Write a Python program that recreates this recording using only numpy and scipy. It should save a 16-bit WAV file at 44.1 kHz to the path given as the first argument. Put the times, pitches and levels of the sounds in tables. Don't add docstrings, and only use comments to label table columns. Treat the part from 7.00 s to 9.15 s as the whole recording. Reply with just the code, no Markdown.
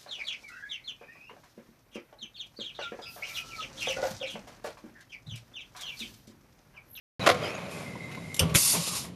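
import sys
import numpy as np
from scipy import signal
from scipy.fft import rfft, irfft, next_fast_len
from scipy.io import wavfile

SR = 44100
rng = np.random.default_rng(int(sys.argv[2]) if len(sys.argv) > 2 else 0)


def put_to_file(sound):
    columns = np.atleast_2d(sound).T
    safe = np.clip(columns, -1, 1)
    whole_steps = np.round(safe * 32767)
    wavfile.write(sys.argv[1], SR, whole_steps.astype(np.int16))


N = 94815
TIME = np.arange(N) / SR

# time in seconds, level in dB.
RUMBLE_LEVELS = [(.195, -33.5), (.45, -38.5), (.49, -44.5), (.7, -43.5), (.9, -41.5), (1.3, -44),
                 (1.65, -44.5), (2.15, -45)]
SLIDE_LEVELS = [(.195, -37), (.25, -30.5), (.34, -45.5), (.41, -37), (.45, -32.5), (.49, -36), (.56, -39),
                (.63, -41.5), (.82, -43), (.97, -50.5), (1.15, -49.5), (1.22, -51), (1.39, -54),
                (1.55, -67)]
LEAK_LEVELS = [(.195, -77), (.69, -58), (.715, -47), (.8, -48.5), (.95, -58), (1.35, -55), (1.5, -52),
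               (2.15, -66)]
RUB_WHISTLE_LEVELS = [(.76, -56), (.89, -49.5), (.98, -53), (1.04, -46.5), (1.1, -50), (1.15, -47.5),
                      (1.23, -51.5), (1.29, -46), (1.38, -48), (1.45, -100)]
JUDDER_LEVELS = [(1.385, -52), (1.405, -26.5), (1.43, -27.5), (1.465, -36), (1.54, -38.5), (1.57, -35),
                 (1.62, -53), (1.7, -80)]
EXHAUST_LEVELS = [(1.553, -57), (1.56, -18.5), (1.58, -21), (1.615, -22.5), (1.725, -22), (1.755, -27),
                  (1.79, -31.5), (1.86, -32), (1.882, -27.5), (1.905, -33.5), (1.972, -29), (1.995, -33),
                  (2.06, -44.5), (2.1, -59.5), (2.15, -80)]

# start in seconds, level in dB, seconds to fall 60 dB.
TRAY_JOLTS = [(.2595, -35, 0.054), (.2635, -15, 0.078), (.2678, -11.5, 0.046), (.2737, -6.5, 0.025),
              (.2875, -26, 0.035), (.2905, -11.5, 0.029), (.296, -18, 0.047), (.2998, -13.5, .04),
              (.3137, -20.5, .05), (.3195, -25.5, 0.033), (.3445, -29.5, .06)]
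GUIDE_BUMPS = [(.812, -43, 0.073), (.954, -36.5, .06), (1.084, -46, 0.097), (1.174, -38, 0.057)]
CARRIAGE_SCUFFS = [(1.115, -42, 0.14), (1.149, -41, 0.065), (1.496, -39, 0.092)]
VALVE_TICKS = [(1.3436, -25.5, 0.049), (1.3638, -30, 0.088), (1.5425, -26, 0.077)]
VALVE_CLACKS = [(1.3932, -15.5, 0.073), (1.3945, -17, 0.033)]
LANDING_CRACKS = [(1.5482, -16, 0.098), (1.5555, -13, 0.045)]
PRESS_KNOCKS = [(1.736, -32.5, 0.23), (1.75, -28, 0.16), (1.875, -37.5, 0.091), (1.925, -44.5, 0.17),
                (2.04, -41.5, 0.27)]

# frequency in Hz, relative level in dB.
RUMBLE_SPECTRUM = [(25, -47), (50, -24), (80, -4.5), (120, -2), (170, 2), (230, -5), (330, -12.5),
                   (600, -18), (1200, -30.5), (4000, -31), (12000, -55)]
SLIDE_SPECTRUM = [(40, -31), (100, -15), (300, -2.5), (600, 4), (900, -5.5), (1100, -3), (1750, -10),
                  (2100, -7), (2550, -4), (2720, -13), (3100, -12), (3700, -16), (5000, -20), (7000, -23.5),
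                  (8500, -29.5), (12000, -28)]
BLEED_SPECTRUM = [(200, -17), (1100, -5), (1700, -13), (2200, -7.5), (2750, -2), (3200, -6.5), (3700, -1.5),
                  (5200, -0.5), (6300, -3.5), (7100, -0.5), (8500, -4), (9400, -3), (12000, -4.5)]
JOLT_SPECTRUM = [(40, -51), (100, -31), (170, -19), (330, -7.5), (520, 1), (740, 2), (880, -14),
                 (1150, -1.5), (1600, -9), (2200, -4.5), (2550, -12), (3400, -11.5), (5500, -19.5),
                 (7100, -22.5), (8400, -27.5), (12000, -28)]
BUMP_SPECTRUM = [(100, -10), (300, 5), (560, 2), (780, -13), (1020, 6.5), (1300, -17), (3000, -17),
                 (12000, -43)]
SCUFF_SPECTRUM = [(500, -9), (1500, -2), (2500, 5), (3200, -6), (3900, -7), (6500, -11), (8500, -22),
                  (12000, -13)]
TICK_SPECTRUM = [(1000, -12), (3000, -4), (3900, 0), (4600, -7.5), (6200, 0), (6700, -5), (7400, 2),
                 (8300, -4.5), (12000, 1.5)]
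CLACK_SPECTRUM = [(300, -25), (1700, -20), (2350, -6), (2950, 8.5), (3500, -1.5), (4150, -15), (4600, -3.5),
                  (5400, -2), (5850, -2.5), (6150, 3), (6550, -12), (7300, -8.5), (8900, 1), (10100, -11.5),
                  (10700, -3), (12000, -4.5)]
JUDDER_SPECTRUM = [(30, -36), (50, -7), (85, 4.5), (200, 0.5), (320, -9), (560, -1), (780, -14),
                   (1150, -11.5), (1600, -20.5), (3000, -16.5), (6000, -35), (12000, -48)]
LANDING_SPECTRUM = [(50, 3), (170, 5), (300, 7.5), (450, 0.5), (850, -8), (1100, 1.5), (1600, 0.5),
                    (2150, 8), (3500, 2.5), (5200, -5), (7100, 2), (8600, -5.5), (11000, 6.5),
                    (12000, -2.5)]
JET_SPECTRUM = [(200, -26), (1100, -9), (1700, -16), (2100, -7.5), (2400, -9.5), (2750, -2.5), (3100, -10),
                (3600, -2), (4150, -5.5), (4550, 0.5), (6000, 1), (6600, 1), (7050, 0), (7500, 0),
                (9400, 2.5), (12000, -1.5)]
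KNOCK_SPECTRUM = [(60, -5), (160, 2.5), (330, -2), (560, 0.5), (800, -1.5), (1100, -2.5), (1500, -13),
                  (2200, -7), (4000, -12), (12000, -47)]

# start and end in seconds, first and last pitch in Hz,
# width in Hz, level in dB.
GUIDE_SQUEAKS = [(.213, .226, 3920, 3940, 220, -32), (.238, .248, 3950, 3900, 220, -45),
                 (.437, .47, 3200, 3000, 130, -40), (.44, .475, 2050, 2036, 248, -44.5),
                 (.43, .48, 4900, 4960, 90, -49.5), (.48, .515, 5280, 5430, 89, -55.5),
                 (.535, .575, 6550, 6730, 400, -55.5), (.46, .585, 2500, 2500, 200, -47),
                 (.6, .87, 2507, 2380, 219, -56.5), (1.01, 1.24, 3850, 3850, 110, -62.5),
                 (1.3885, 1.40, 3000, 3000, 350, -41)]
PRESS_GROANS = [(1.775, 1.835, 535, 568, 34, -41), (1.77, 1.818, 175.5, 171, 40, -33),
                (1.87, 1.93, 168, 163, 26, -43), (1.58, 1.86, 1140, 1110, 42, -49),
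                (1.875, 1.965, 1220, 1100, 114, -45.5)]
# frequency in Hz, relative level in dB, seconds to fall 60 dB.
TRAY_RESONANCES = [(345, -11, .2), (431, -12, .2), (498, -2, .25), (536, -4, .2), (624, -7, .3),
                   (685, -12, .25), (720, -4, .24), (996, -10, .2), (1069, -10, .22), (1223, -10, .3),
                   (1384, -13, .25), (1557, -14, .3), (1907, -12, .3), (2236, -12, .25)]
VALVE_RESONANCES = [(2800, -22, .05), (3001, -10, 0.072), (3180, -18, .15), (6160, -18, 0.064),
                    (8938, -26, .06)]
# start in seconds, level in dB, pitch in Hz,
# seconds to fall 60 dB.
HEAD_THUMPS = [(1.4114, -17.5, 89.3, 0.12), (1.4228, -28, 84.5, 0.13), (1.5541, -6.5, 159, 0.022)]
# frequency in Hz, level in dB.
FRAME_RESONANCES = [(161, -33.5), (253, -46), (417, -47), (535, -56), (1140, -47)]
# pitch in Hz, width in Hz, relative level in dB.
PORT_TONES = [(4560, 110, -7), (7010, 110, -4), (8060, 70, -6), (9230, 110, -2), (9790, 120, -4),
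              (10640, 130, 0), (11690, 110, 0)]


def from_db(db):
    return 10 ** (np.asarray(db) / 20)


def rms_one(x):
    return x / np.sqrt(np.mean(x ** 2) + 1e-20)


def level(curve):
    times, db = np.transpose(curve)
    return from_db(np.interp(TIME, times, db, left=-120))


def gate(start, end, edge_s):
    return (1 + np.tanh((TIME - start) / edge_s)) * (1 - np.tanh((TIME - end) / edge_s)) / 4


def noise():
    return rng.standard_normal(N)


def colour(x, spectrum):
    hz, db = np.transpose(spectrum)
    size = 2 * next_fast_len(N)
    grid_hz = np.maximum(np.arange(size // 2 + 1) * SR / size, 1)
    gain = rms_one(from_db(np.interp(np.log(grid_hz), np.log(hz), db)))
    cepstrum = irfft(np.log(gain))
    cepstrum[1:size // 2] *= 2
    cepstrum[size // 2 + 1:] = 0
    return irfft(rfft(x, size) * np.exp(rfft(cepstrum)))[:N]


def slow_noise(cutoff_hz):
    return signal.sosfilt(signal.butter(2, cutoff_hz, fs=SR, output="sos"), noise())


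def flutter(rate_hz, depth_db):
    return from_db(depth_db * rms_one(slow_noise(rate_hz)))


def whistle(hz, width_hz):
    phase = 2 * np.pi * np.cumsum(hz * np.ones(N)) / SR
    return rms_one(slow_noise(width_hz / 2) * np.cos(phase) + slow_noise(width_hz / 2) * np.sin(phase))


def decay(start, t60):
    return (TIME >= start) * from_db(-60 * np.clip((TIME - start) / t60, 0, 2))


def bursts(hits):
    power = sum((from_db(db) * decay(start, t60)) ** 2 for start, db, t60 in hits)
    return noise() * np.sqrt(power)


def tails(hits, tail_db, t60):
    return bursts([(start, db + tail_db, t60) for start, db, _ in hits])


def ring(hits, modes, spread_db):
    strengths = from_db(rng.standard_normal((len(hits), len(modes))) * spread_db)
    starts, hit_db, _ = np.transpose(hits)
    ringing = np.zeros(N)
    for (hz, mode_db, t60), strength in zip(modes, strengths.T):
        clicks = np.full(N, 1e-18)
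        clicks[(starts * SR).astype(int)] = from_db(hit_db + mode_db) * strength
        radius = np.exp(-np.log(1000) / (t60 * SR))
        angle = 2 * np.pi * hz / SR
        ringing += signal.lfilter([0, np.sin(angle)], [1, -2 * radius * np.cos(angle), radius ** 2], clicks)
    return signal.sosfilt(signal.butter(2, 150, "high", fs=SR, output="sos"), ringing)


def friction_tones(rows):
    tones = np.zeros(N)
    for start, end, from_hz, to_hz, width_hz, db in rows:
        pitch_hz = np.interp(TIME, [start, end], [from_hz, to_hz])
        tones += from_db(db) * gate(start, end, edge_s=0.0055) * whistle(pitch_hz, width_hz)
    return tones


def machine_rumble():
    return colour(noise(), RUMBLE_SPECTRUM) * level(RUMBLE_LEVELS)


def tray_slide():
    rubbing = noise() * level(SLIDE_LEVELS) * flutter(rate_hz=130, depth_db=1.5)
    singing = friction_tones(GUIDE_SQUEAKS) + level(RUB_WHISTLE_LEVELS) * whistle(hz=2090, width_hz=130)
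    return colour(rubbing, SLIDE_SPECTRUM) + singing * flutter(rate_hz=82, depth_db=2)


def air_leak():
    return colour(noise(), BLEED_SPECTRUM) * level(LEAK_LEVELS)


def tray_rattle():
    jolts = colour(bursts(TRAY_JOLTS) + tails(TRAY_JOLTS, tail_db=-28.5, t60=0.6), JOLT_SPECTRUM)
    ringing = from_db(-19.5) * ring(TRAY_JOLTS, TRAY_RESONANCES, spread_db=2.5)
    bumps = colour(bursts(GUIDE_BUMPS), BUMP_SPECTRUM)
    scuffs = colour(bursts(CARRIAGE_SCUFFS), SCUFF_SPECTRUM)
    return jolts + ringing + bumps + scuffs


def valve():
    ticks = colour(bursts(VALVE_TICKS), TICK_SPECTRUM)
    clack = colour(bursts(VALVE_CLACKS) + tails(VALVE_CLACKS, tail_db=-12, t60=0.14), CLACK_SPECTRUM)
    return ticks + clack + ring(VALVE_CLACKS, VALVE_RESONANCES, spread_db=0)


def sealing_head():
    attack_s = 0.0014
    thumps = np.zeros(N)
    for start, db, hz, t60 in HEAD_THUMPS:
        age = np.maximum(TIME - start, 0)
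        thumps += from_db(db) * decay(start, t60) * np.tanh(age / attack_s) * np.sin(2 * np.pi * hz * age)
    judder = colour(noise() * level(JUDDER_LEVELS), JUDDER_SPECTRUM)
    frame = np.zeros(N)
    for hz, db in FRAME_RESONANCES:
        tone = np.sqrt(2) * np.sin(2 * np.pi * hz * TIME)
        frame += from_db(db) * flutter(rate_hz=53, depth_db=4) * tone
    cracks = colour(bursts(LANDING_CRACKS), LANDING_SPECTRUM)
    return thumps + judder + frame * gate(start=1.415, end=1.56, edge_s=0.02) + cracks


def exhaust():
    port_db, bleed_from_s, fade_s = -13.5, 1.76, 0.0078
    whistles = sum(from_db(port_db + db) * whistle(hz, width_hz) for hz, width_hz, db in PORT_TONES)
    jet = colour(noise(), JET_SPECTRUM) + whistles
    bleed = colour(noise(), BLEED_SPECTRUM)
    bleed_share = .5 + .5 * np.tanh((TIME - bleed_from_s) / fade_s)
    hiss = np.sqrt(1 - bleed_share) * jet + np.sqrt(bleed_share) * bleed
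    return hiss * level(EXHAUST_LEVELS) * flutter(rate_hz=120, depth_db=0.57)


def press():
    return friction_tones(PRESS_GROANS) + colour(bursts(PRESS_KNOCKS), KNOCK_SPECTRUM)


def room(x):
    response = noise() * decay(start=0.0054, t60=0.13)
    response /= np.sqrt(np.sum(response ** 2))
    return from_db(-18.5) * signal.fftconvolve(x, response)[:N]


def scene():
    parts = tray_slide() + tray_rattle() + valve() + sealing_head() + press()
    return (machine_rumble() + air_leak() + parts + room(parts) + exhaust())[None]


def record(dry):
    start_s = .195
    notch_hz, low_cut_hz, top_cut_hz = 7860, 48, 12050
    x = dry * (TIME >= start_s)
    x = signal.lfilter(*signal.iirnotch(notch_hz, Q=30, fs=SR), x)
    x = signal.sosfilt(signal.butter(2, low_cut_hz, "high", fs=SR, output="sos"), x)
    return signal.sosfilt(signal.ellip(12, .2, 80, top_cut_hz, fs=SR, output="sos"), x)


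dry = scene()
out = record(dry)
put_to_file(out)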